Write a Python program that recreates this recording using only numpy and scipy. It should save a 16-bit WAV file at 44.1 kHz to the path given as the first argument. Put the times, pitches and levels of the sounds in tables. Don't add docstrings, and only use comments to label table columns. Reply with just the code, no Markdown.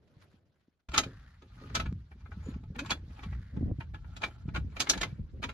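import sys
import numpy as np
from scipy import signal
from scipy.fft import rfft, irfft, next_fast_len
from scipy.io import wavfile

SR = 44100
rng = np.random.default_rng(int(sys.argv[2]) if len(sys.argv) > 2 else 0)


def put_to_file(sound):
    columns = np.atleast_2d(sound).T
    safe = np.clip(columns, -1, 1)
    whole_steps = np.round(safe * 32767)
    wavfile.write(sys.argv[1], SR, whole_steps.astype(np.int16))


N = 243873
TIME = np.arange(N) / SR
HIT = np.arange(SR // 4) / SR

# (time [s], relative level [dB], relative hardness of the contact [dB], own note [Hz])
WOOD_BURSTS = [(0.887, -44.5, -13.5, 1397), (0.917, -43.5, -13, 1300), (0.9391, -25.5, -17, 1360),
               (0.945, -28, -13, 1257), (0.9597, -26, -23, 1174), (0.978, -12.5, -5.5, 1265),
               (0.981, -23, -11, 3075), (1.0348, -34, -14, 2450), (1.4209, -53.5, -15.5, 1260),
               (1.7506, -21.5, -7, 1295), (1.7639, -27, -13, 1485), (1.798, -27, -19.5, 1300),
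               (1.8572, -38.5, -28.5, 1440), (2.114, -51.5, -49.5, 1750), (2.2579, -48.5, -54.5, 1317),
               (2.316, -44, -56, 1454), (2.538, -51, -36.5, 1090), (2.636, -58, -21, 1274),
               (2.755, -43, -30, 1795), (2.7904, -28.5, -14, 1440), (2.8595, -40.5, -13, 890),
               (2.9047, -23.5, -8, 973), (2.9125, -22.5, -19.5, 3407), (3.189, -46, -33.5, 823),
               (3.233, -40.5, -20.5, 1124), (3.3238, -44.5, -48, 1950), (3.565, -51.5, -33, 858),
               (3.8058, -38.5, -32.5, 908), (3.9434, -41, -28, 1687), (4.043, -52.5, -44, 1407),
               (4.165, -41, -9, 1288), (4.2173, -36, -17, 895), (4.2362, -22.5, -24, 2322),
               (4.485, -46.5, -38.5, 1300), (4.5469, -33, -24.5, 1415), (4.559, -28.5, -24, 1282),
               (4.766, -35, -20.5, 2384), (4.802, -19, -0.5, 2290), (4.8143, -27, -4, 2300),
               (4.8695, -33, -24, 2145), (4.8966, -12.5, 7.5, 5640), (4.9338, -29.5, -15, 1685),
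               (4.976, -35.5, -9.5, 874), (5.0128, -25, -7.5, 1760), (5.03, -23.5, -18, 2065),
               (5.4272, -33, -23, 1248), (5.437, -27.5, -18.5, 963), (5.4905, -35, -23, 1360)]
# (frequency [Hz], relative level [dB])
WOOD_MODES = [(660, -3.5), (860, 1.5), (1040, -5.5), (1310, 3.5), (1450, 1.5), (1680, -2.5), (2335, 6),
              (2500, 1), (2790, -2), (3090, -1), (3480, -3), (3895, 2.5), (4420, 2.5), (4690, -2),
              (5565, -3), (5765, 0), (6480, 8), (6600, 3.5), (7450, 4)]
# (frequency [Hz], gain [dB])
SCRAPE_COLOUR = [(300, -4.5), (1500, 4), (2500, -2.5), (4200, -4), (7000, -14.5), (8600, -26), (11000, -15),
                 (16000, -44.5)]
MIDDLING_HARD_DB = -18.5
DRAG_T60_S = 0.036


def undb(db):
    return 10 ** (np.asarray(db) / 20)


def curve(rows, axis):
    rows = np.asarray(rows)
    return np.interp(TIME, rows[:, 0], rows[:, axis])


def unit(x):
    return x / np.sqrt(np.mean(x ** 2))


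def attack_rms(x, size=660):
    return np.sqrt(np.mean(x[..., :size] ** 2))


def fade(t60):
    return np.exp(-np.log(1000) * HIT / np.maximum(t60, 1e-3))


def swell(s, db, length_s):
    return undb(db) ** 2 * np.exp(-(2 * (TIME - s) / length_s) ** 2)


def colour(x, points):
    size = 2 * next_fast_len(x.shape[-1])
    hz, db = np.transpose(points)
    freq = np.maximum(np.fft.rfftfreq(size, 1 / SR), 1)
    gain_db = np.interp(np.log(freq), np.log(hz), db)
    cepstrum = irfft(np.log(undb(gain_db)))
    cepstrum[1:size // 2] *= 2
    cepstrum[size // 2 + 1:] = 0
    response = np.exp(rfft(cepstrum))
    return irfft(rfft(x, size) * response)[..., :x.shape[-1]]


def band(x, lo_hz, hi_hz):
    edges = [lo_hz, min(hi_hz, SR / 2 - 1)]
    return signal.sosfilt(signal.butter(3, edges, "band", fs=SR, output="sos"), x)


def stereo(pair, side_db):
    return pair[0] + undb(side_db) * pair[1] * np.array([[1], [-1]])


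def noise(points, side_db):
    return unit(colour(stereo(rng.standard_normal((2, N)), side_db), points))


def add(out, s, sound):
    start = max(int(s * SR), 0)
    out[:, start:start + sound.shape[1]] += sound[:, :N - start]


def push(hz, cycles, side_db):
    turn = HIT * hz
    envelope = turn / cycles * np.exp(1 - turn / cycles)
    waves = envelope * np.array([np.sin(2 * np.pi * turn), np.cos(2 * np.pi * turn)])
    return stereo(waves * rng.choice([-1, 1], (2, 1)), side_db)


def ring(hz, db, t60, spread):
    phase = rng.uniform(0, 2 * np.pi, (len(hz), 1)) + spread * rng.standard_normal((2, len(hz), 1))
    waves = np.sin(2 * np.pi * np.outer(hz, HIT) + phase)
    modes = (undb(db)[:, None] * waves).sum(axis=1) * fade(t60)
    return modes / attack_rms(modes)


def patchy(x, count=9):
    depth_db = 2.5
    edges = np.geomspace(600, 13000, count + 1)
    spectrum = rfft(x)
    part = np.digitize(np.fft.rfftfreq(N, 1 / SR), edges)
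    total = 0
    for k in range(count + 2):
        walk = unit(band(rng.standard_normal(N), 4.2, 18))
        total = total + irfft(spectrum * (part == k), N) * undb(depth_db * walk)
    return unit(total)


def rub(grain_db, catch_db):
    slips = rng.standard_normal((2, N)) * undb(grain_db * rng.exponential(size=N))
    catch = unit(band(rng.standard_normal(N), 3.2, 60))
    return unit(colour(stereo(slips, -2.5) * undb(catch_db * catch), SCRAPE_COLOUR))


def tent():
    # (frequency [Hz], gain [dB])
    air_colour = [(25, -18), (55, -5), (90, 1), (150, -5.5), (600, -16), (5000, -81)]
    # (time [s], level [dB], length [s])
    cloth_strokes = [(0.147, -75.5, 0.22), (0.237, -65, 0.05), (0.334, -71.5, 0.064), (0.55, -83, 0.37),
                     (0.613, -77, 0.0097), (0.802, -81, 0.012)]
    # (time [s], relative level [dB], pitch [Hz])
    bedding_pats = [(0.169, -47.5, 126), (0.343, -51.5, 207), (0.684, -55, 251)]
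    air_db = np.interp(TIME, [0, .25, .85], [-66, -64, -85])
    air = noise(air_colour, side_db=-9.5) * undb(air_db)
    cloth = patchy(rub(grain_db=2.5, catch_db=1.5))
    out = air + cloth * np.sqrt(sum(swell(*stroke) for stroke in cloth_strokes))
    for s, db, hz in bedding_pats:
        add(out, s - .002, undb(db + 0.5) * push(hz, cycles=0.45, side_db=-22))
    return out


def breeze():
    # (frequency [Hz], gain [dB])
    rumble_colour = [(20, -43), (35, -8), (58, 2.5), (80, 1.5), (125, -6), (180, -12.5), (300, -29),
                     (4000, -120)]
    flutter_colour = [(70, -27), (140, 2), (230, 8), (330, -3.5), (480, -9.5), (750, -22.5), (5000, -100)]
    # (time of the height [s], relative level [dB], length [s], flutter re gust level [dB])
    gust_swells = [(1.034, -49, 0.28, -5.5), (1.725, -45, 0.21, -6), (1.867, -35.5, 0.16, -15),
                   (2.566, -44.5, 0.54, -11.5), (2.954, -47.5, 0.46, -6.5), (3.343, -39, 0.14, -19),
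                   (3.636, -34, 0.12, -1), (3.95, -46, 0.62, -20), (4.594, -37, 0.2, -12),
                   (5.035, -41, 0.16, -6), (5.221, -37, 0.046, -14), (5.425, -44, 0.21, -8)]
    calm_db = -59
    gust_power = sum(swell(s, db, length) for s, db, length, _ in gust_swells)
    wind = np.sqrt(undb(calm_db) ** 2 + gust_power)
    shed = np.sqrt(sum(swell(s, db + flutter_db, length) for s, db, length, flutter_db in gust_swells))
    rumble = noise(rumble_colour, side_db=-16.0) * undb(1.8)
    eddies = unit(band(rng.standard_normal(N), 5.5, 33))
    flutter = unit(noise(flutter_colour, side_db=-5.5) * undb(7.5 * eddies))
    return rumble * wind + flutter * shed


def bumps():
    # (time [s], relative level [dB], pitch [Hz])
    eddy_bumps = [(0.889, -36.5, 65), (1.065, -33, 110), (1.855, -32, 56), (1.927, -32.5, 158.5),
                  (2.373, -36.5, 157), (2.467, -36, 131), (2.489, -30, 208), (2.705, -33.5, 144),
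                  (3.264, -32, 147), (3.572, -27.5, 152.2), (3.61, -25.5, 95), (3.63, -28.5, 260),
                  (3.661, -29, 130), (3.715, -36.5, 450), (3.718, -25, 90), (3.788, -29.5, 127.5),
                  (4.457, -33, 136), (4.483, -28, 133), (4.582, -27.5, 150), (4.647, -32.5, 150),
                  (5.128, -33, 123.2), (5.196, -31, 129)]
    full_eddy_db = -24.5
    out = np.zeros((2, N))
    for s, db, hz in eddy_bumps:
        strength_db = db - full_eddy_db
        kink_db = -7 + 0.37 * strength_db
        kink_hz = 305 + 12 * strength_db
        add(out, s - .002, undb(db + 2.0) * push(hz, cycles=0.41, side_db=-27.5))
        add(out, s + 0.00011, undb(db + kink_db) * push(kink_hz, cycles=0.65, side_db=-5.5))
    return out


def width(lows):
    wide_from_s, centred_side_db = 3.54, -36
    side_db = np.interp(TIME, [wide_from_s - .03, wide_from_s], [centred_side_db, 0])
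    return stereo([(lows[0] + lows[1]) / 2, (lows[0] - lows[1]) / 2], side_db)


def shaking(t60):
    power = np.zeros((1, N))
    build_up = 1 - np.exp(-HIT / 0.0087)
    for s, db, hard_db, *_ in WOOD_BURSTS:
        shove = undb(db - 0.26 * max(hard_db - MIDDLING_HARD_DB, 0))
        add(power, s - .009, (shove * fade(t60) * build_up)[None] ** 2)
    return np.sqrt(power[0])


def frame():
    # (frequency [Hz], gain [dB])
    thud_colour = [(60, -14), (150, -6), (300, -0.5), (480, -10.5), (800, -16.5), (4000, -79)]
    thud_db, thud_t60_s = -15.5, 0.22
    return noise(thud_colour, side_db=-12.0) * undb(thud_db) * shaking(thud_t60_s)


def tick():
    tick_s, tick_db, tick_t60_s = 1.9265, -48.5, 0.0071
    out = np.zeros((2, N))
    burst = noise(SCRAPE_COLOUR, side_db=-24.0)[:, :len(HIT)] * fade(tick_t60_s)
    add(out, tick_s, undb(tick_db) * burst)
    return out


def knocks():
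    # (time [s], level [dB])
    frame_knocks = [(1.063, -45.5), (1.425, -58), (1.614, -51), (1.706, -53), (2.462, -47), (5.344, -56),
                    (5.435, -47)]
    # (frequency [Hz], relative level [dB])
    frame_rings = [(265, 4), (360, -1), (425, 0.5), (530, -1)]
    knock_t60_s, knock_rise_s = 0.18, 0.00039
    out = np.zeros((2, N))
    hz, db = np.transpose(frame_rings)
    for s, level_db in frame_knocks:
        spot = 2 * rng.standard_normal(len(hz))
        wood = ring(hz, db + spot, knock_t60_s, spread=0.093)
        add(out, s, undb(level_db) * wood * (1 - np.exp(-HIT / knock_rise_s)))
    return out


def creak():
    # (time [s], slip rate [Hz], level [dB])
    slip_path = [(2.765, 222, -42.5), (2.80, 282.5, -54), (2.825, 275, -37.5), (2.855, 376, -58)]
    phase = 2 * np.pi * np.cumsum(curve(slip_path, axis=1)) / SR
    tone = unit(np.sin(phase) + undb(-12.5) * np.sin(2 * phase))
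    during = (TIME > slip_path[0][0]) * (TIME < slip_path[-1][0])
    return tone * undb(curve(slip_path, axis=2)) * during


def swishes():
    # (start [s], length [s], starting level [dB], first pitch [Hz], last pitch [Hz])
    hand_slides = [(1.052, 0.34, -64, 1463, 1682), (3.22, 0.51, -64, 1837, 1679),
                   (5.06, 0.15, -77.5, 1580, 2060)]
    half_width_hz, attack_s, release_s, sag_db_per_s = 370, 0.0079, 0.04, 23.5
    grain_level_db = -1.5
    out = np.zeros((2, N))
    grain = rub(grain_db=0.5, catch_db=-1)
    for s, length, db, first_hz, last_hz in hand_slides:
        t = np.arange(int(length * SR)) / SR
        friction = band(rng.standard_normal((2, 2, SR)), 15, half_width_hz)[..., :len(t)]
        phase = 2 * np.pi * np.cumsum(np.linspace(first_hz, last_hz, len(t))) / SR
        swish = unit(stereo(friction[0] * np.cos(phase) + friction[1] * np.sin(phase), side_db=-22))
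        swish = swish + undb(grain_level_db) * grain[:, :len(t)]
        envelope = np.minimum(t / attack_s, 1) * np.minimum((length - t) / release_s, 1)
        catch = undb(2.5 * unit(band(rng.standard_normal(SR), 8, 120))[:len(t)])
        add(out, s, swish * catch * envelope * undb(db - sag_db_per_s * t))
    return out


def judder(jolts, note_hz, note_t60):
    hz, db = np.transpose(WOOD_MODES)
    top = ring(hz, db + 4 * rng.standard_normal(len(hz)), DRAG_T60_S, spread=0.91)
    top = colour(top, [(600, 3.5), (1900, 0.5), (2400, -5.5), (6000, -20.5)])
    own = ring(np.array([note_hz]), np.zeros(1), note_t60, spread=0.27)
    response = top / attack_rms(top) + undb(-3.5) * own
    return unit(signal.oaconvolve(jolts[None], response, axes=1)[:, :N])


def sliding():
    # (time of fastest travel [s], level [dB], length [s], relative hiss level [dB], note of the rubbed slat [Hz])
    rail_drags = [(1.696, -60, 0.24, -3, 1230), (2.215, -67, 0.035, -7, 2358),
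                  (2.449, -64.5, 0.19, -4, 1336), (2.484, -64, 0.066, 1, 6910),
                  (2.888, -49, 0.078, -7.5, 1100), (3.18, -61.5, 0.16, -2.5, 875),
                  (4.249, -63.5, 0.27, -5, 1341), (4.924, -51.5, 0.2, -1.5, 527.4)]
    rest_db = -76
    jostle_db, jostle_t60_s = -15, 0.14
    jolts_per_s = 200
    sing_t60_s = 0.071
    hiss = patchy(rub(grain_db=1.5, catch_db=0.5)) * undb(2.0)
    jolts = patchy((rng.random(N) < jolts_per_s / SR) * rng.standard_normal(N))
    jostle = undb(jostle_db) * shaking(jostle_t60_s)
    wood = judder(jolts, note_hz=1304, note_t60=DRAG_T60_S) * jostle
    hiss_power = undb(rest_db) ** 2 + jostle ** 2
    for s, db, length, hiss_db, note_hz in rail_drags:
        wood = wood + judder(jolts, note_hz, sing_t60_s) * np.sqrt(swell(s, db, length))
        hiss_power = hiss_power + swell(s, db + hiss_db, length)
    return hiss * np.sqrt(hiss_power) + wood


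def clack(body_db, edge_db, note_hz):
    # (frequency [Hz], gain [dB])
    crack_colour = [(150, -4.5), (300, -2), (500, -10.5), (800, -8), (1300, -2.5), (3500, -8), (5000, -6),
                    (7400, -10), (8600, -24.5), (11000, -15.5), (13200, -30), (16500, -38)]
    slat_t60_s, crack_t60_s = 0.081, 0.057
    rise_s, softest_rise_s = 0.00027, 0.0025
    hz, db = np.transpose(WOOD_MODES)
    detune, spot = rng.standard_normal((2, len(hz)))
    top = ring(hz * (1 + 0.007 * detune), db + 4 * spot, slat_t60_s, spread=0.93)
    decay = fade(crack_t60_s) + undb(-31.5) * fade(0.27)
    mid, side = rng.standard_normal((2, len(HIT))) * decay
    chatter = undb(4.5 * unit(band(rng.standard_normal(len(HIT)), 120, 800)))
    crack = colour(stereo([mid, band(side, 1000, 13000)], side_db=-0.5) * chatter, crack_colour)
    bounce = int(SR * rng.uniform(.0011, .004))
    crack = crack + np.pad(crack, ((0, 0), (bounce, 0)))[:, :-bounce]
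    own = ring(np.array([note_hz]), np.zeros(1), slat_t60_s, spread=0.89)
    wood = crack / attack_rms(crack) + undb(-1.5) * top + undb(-5.0) * own
    build_up_s = min(rise_s * undb(-edge_db / 2), softest_rise_s)
    wood = wood * (1 - np.exp(-HIT / build_up_s))
    bands_hz = [(1000, 12000), (400, 1100), (4500, 12000)]
    whole, body, edge = (20 * np.log10(attack_rms(band(wood, *limits))) for limits in bands_hz)
    warmth_db = body_db - body + whole
    bright_db = edge_db - edge + whole
    wood = colour(wood, [(850, warmth_db + 7.0), (1300, 0.0031), (2200, 0),
                         (3600, 0.5 * bright_db + 7.5), (5400, bright_db + 0.5)])
    return wood / attack_rms(band(wood, 1000, 12000))


def rebound(wood, count=2):
    usual_gap_s, step_db = 0.008, -5.5
    gaps_s = usual_gap_s * rng.uniform(.5, 1.5, count)
    lags = (SR * np.cumsum(gaps_s)).astype(int) + 1
    out = wood
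    for k, lag in enumerate(lags):
        later = np.pad(wood, ((0, 0), (lag, 0)))[:, :len(HIT)]
        out = out + undb(step_db * (k + 3.0)) * later
    return out


def slats():
    middling_db = -31.5
    lead_s, lead_db = 0.005, -13.5
    out = np.zeros((2, N))
    for s, db, hard_db, note_hz in WOOD_BURSTS:
        body_db = -16 - 0.33 * (db - middling_db) + 0.11 * (hard_db - MIDDLING_HARD_DB)
        wood = undb(db - 7.5) * clack(body_db, hard_db, note_hz)
        add(out, s - lead_s * rng.uniform(.5, 1), undb(lead_db) * wood)
        add(out, s, rebound(wood))
    return out


def ports(pair):
    # (frequency [Hz], left minus right [dB])
    balance = [(700, -1), (1200, 3), (2500, 0), (5000, -3), (8000, 0)]
    hz, db = np.transpose(balance)
    left = colour(pair[0], np.column_stack([hz, db / 2]))
    right = colour(pair[1], np.column_stack([hz, -db / 2]))
    return np.array([np.roll(left, 2), right])


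def scene():
    deck_start_s = 0.885
    table = ports(slats() + sliding() + swishes() + knocks() + tick())
    deck = table + creak() + width(frame() + breeze() + bumps())
    outside = np.clip((TIME - deck_start_s) / .004, 0, 1)
    return (1 - outside) * tent() + outside * deck


def record(dry):
    low_cut_hz, top_hz = 16, 15900
    thinned = signal.sosfilt(signal.butter(2, low_cut_hz, "high", fs=SR, output="sos"), dry)
    return signal.sosfilt(signal.ellip(8, .2, 70, top_hz, fs=SR, output="sos"), thinned)


dry = scene()
out = record(dry)
put_to_file(out)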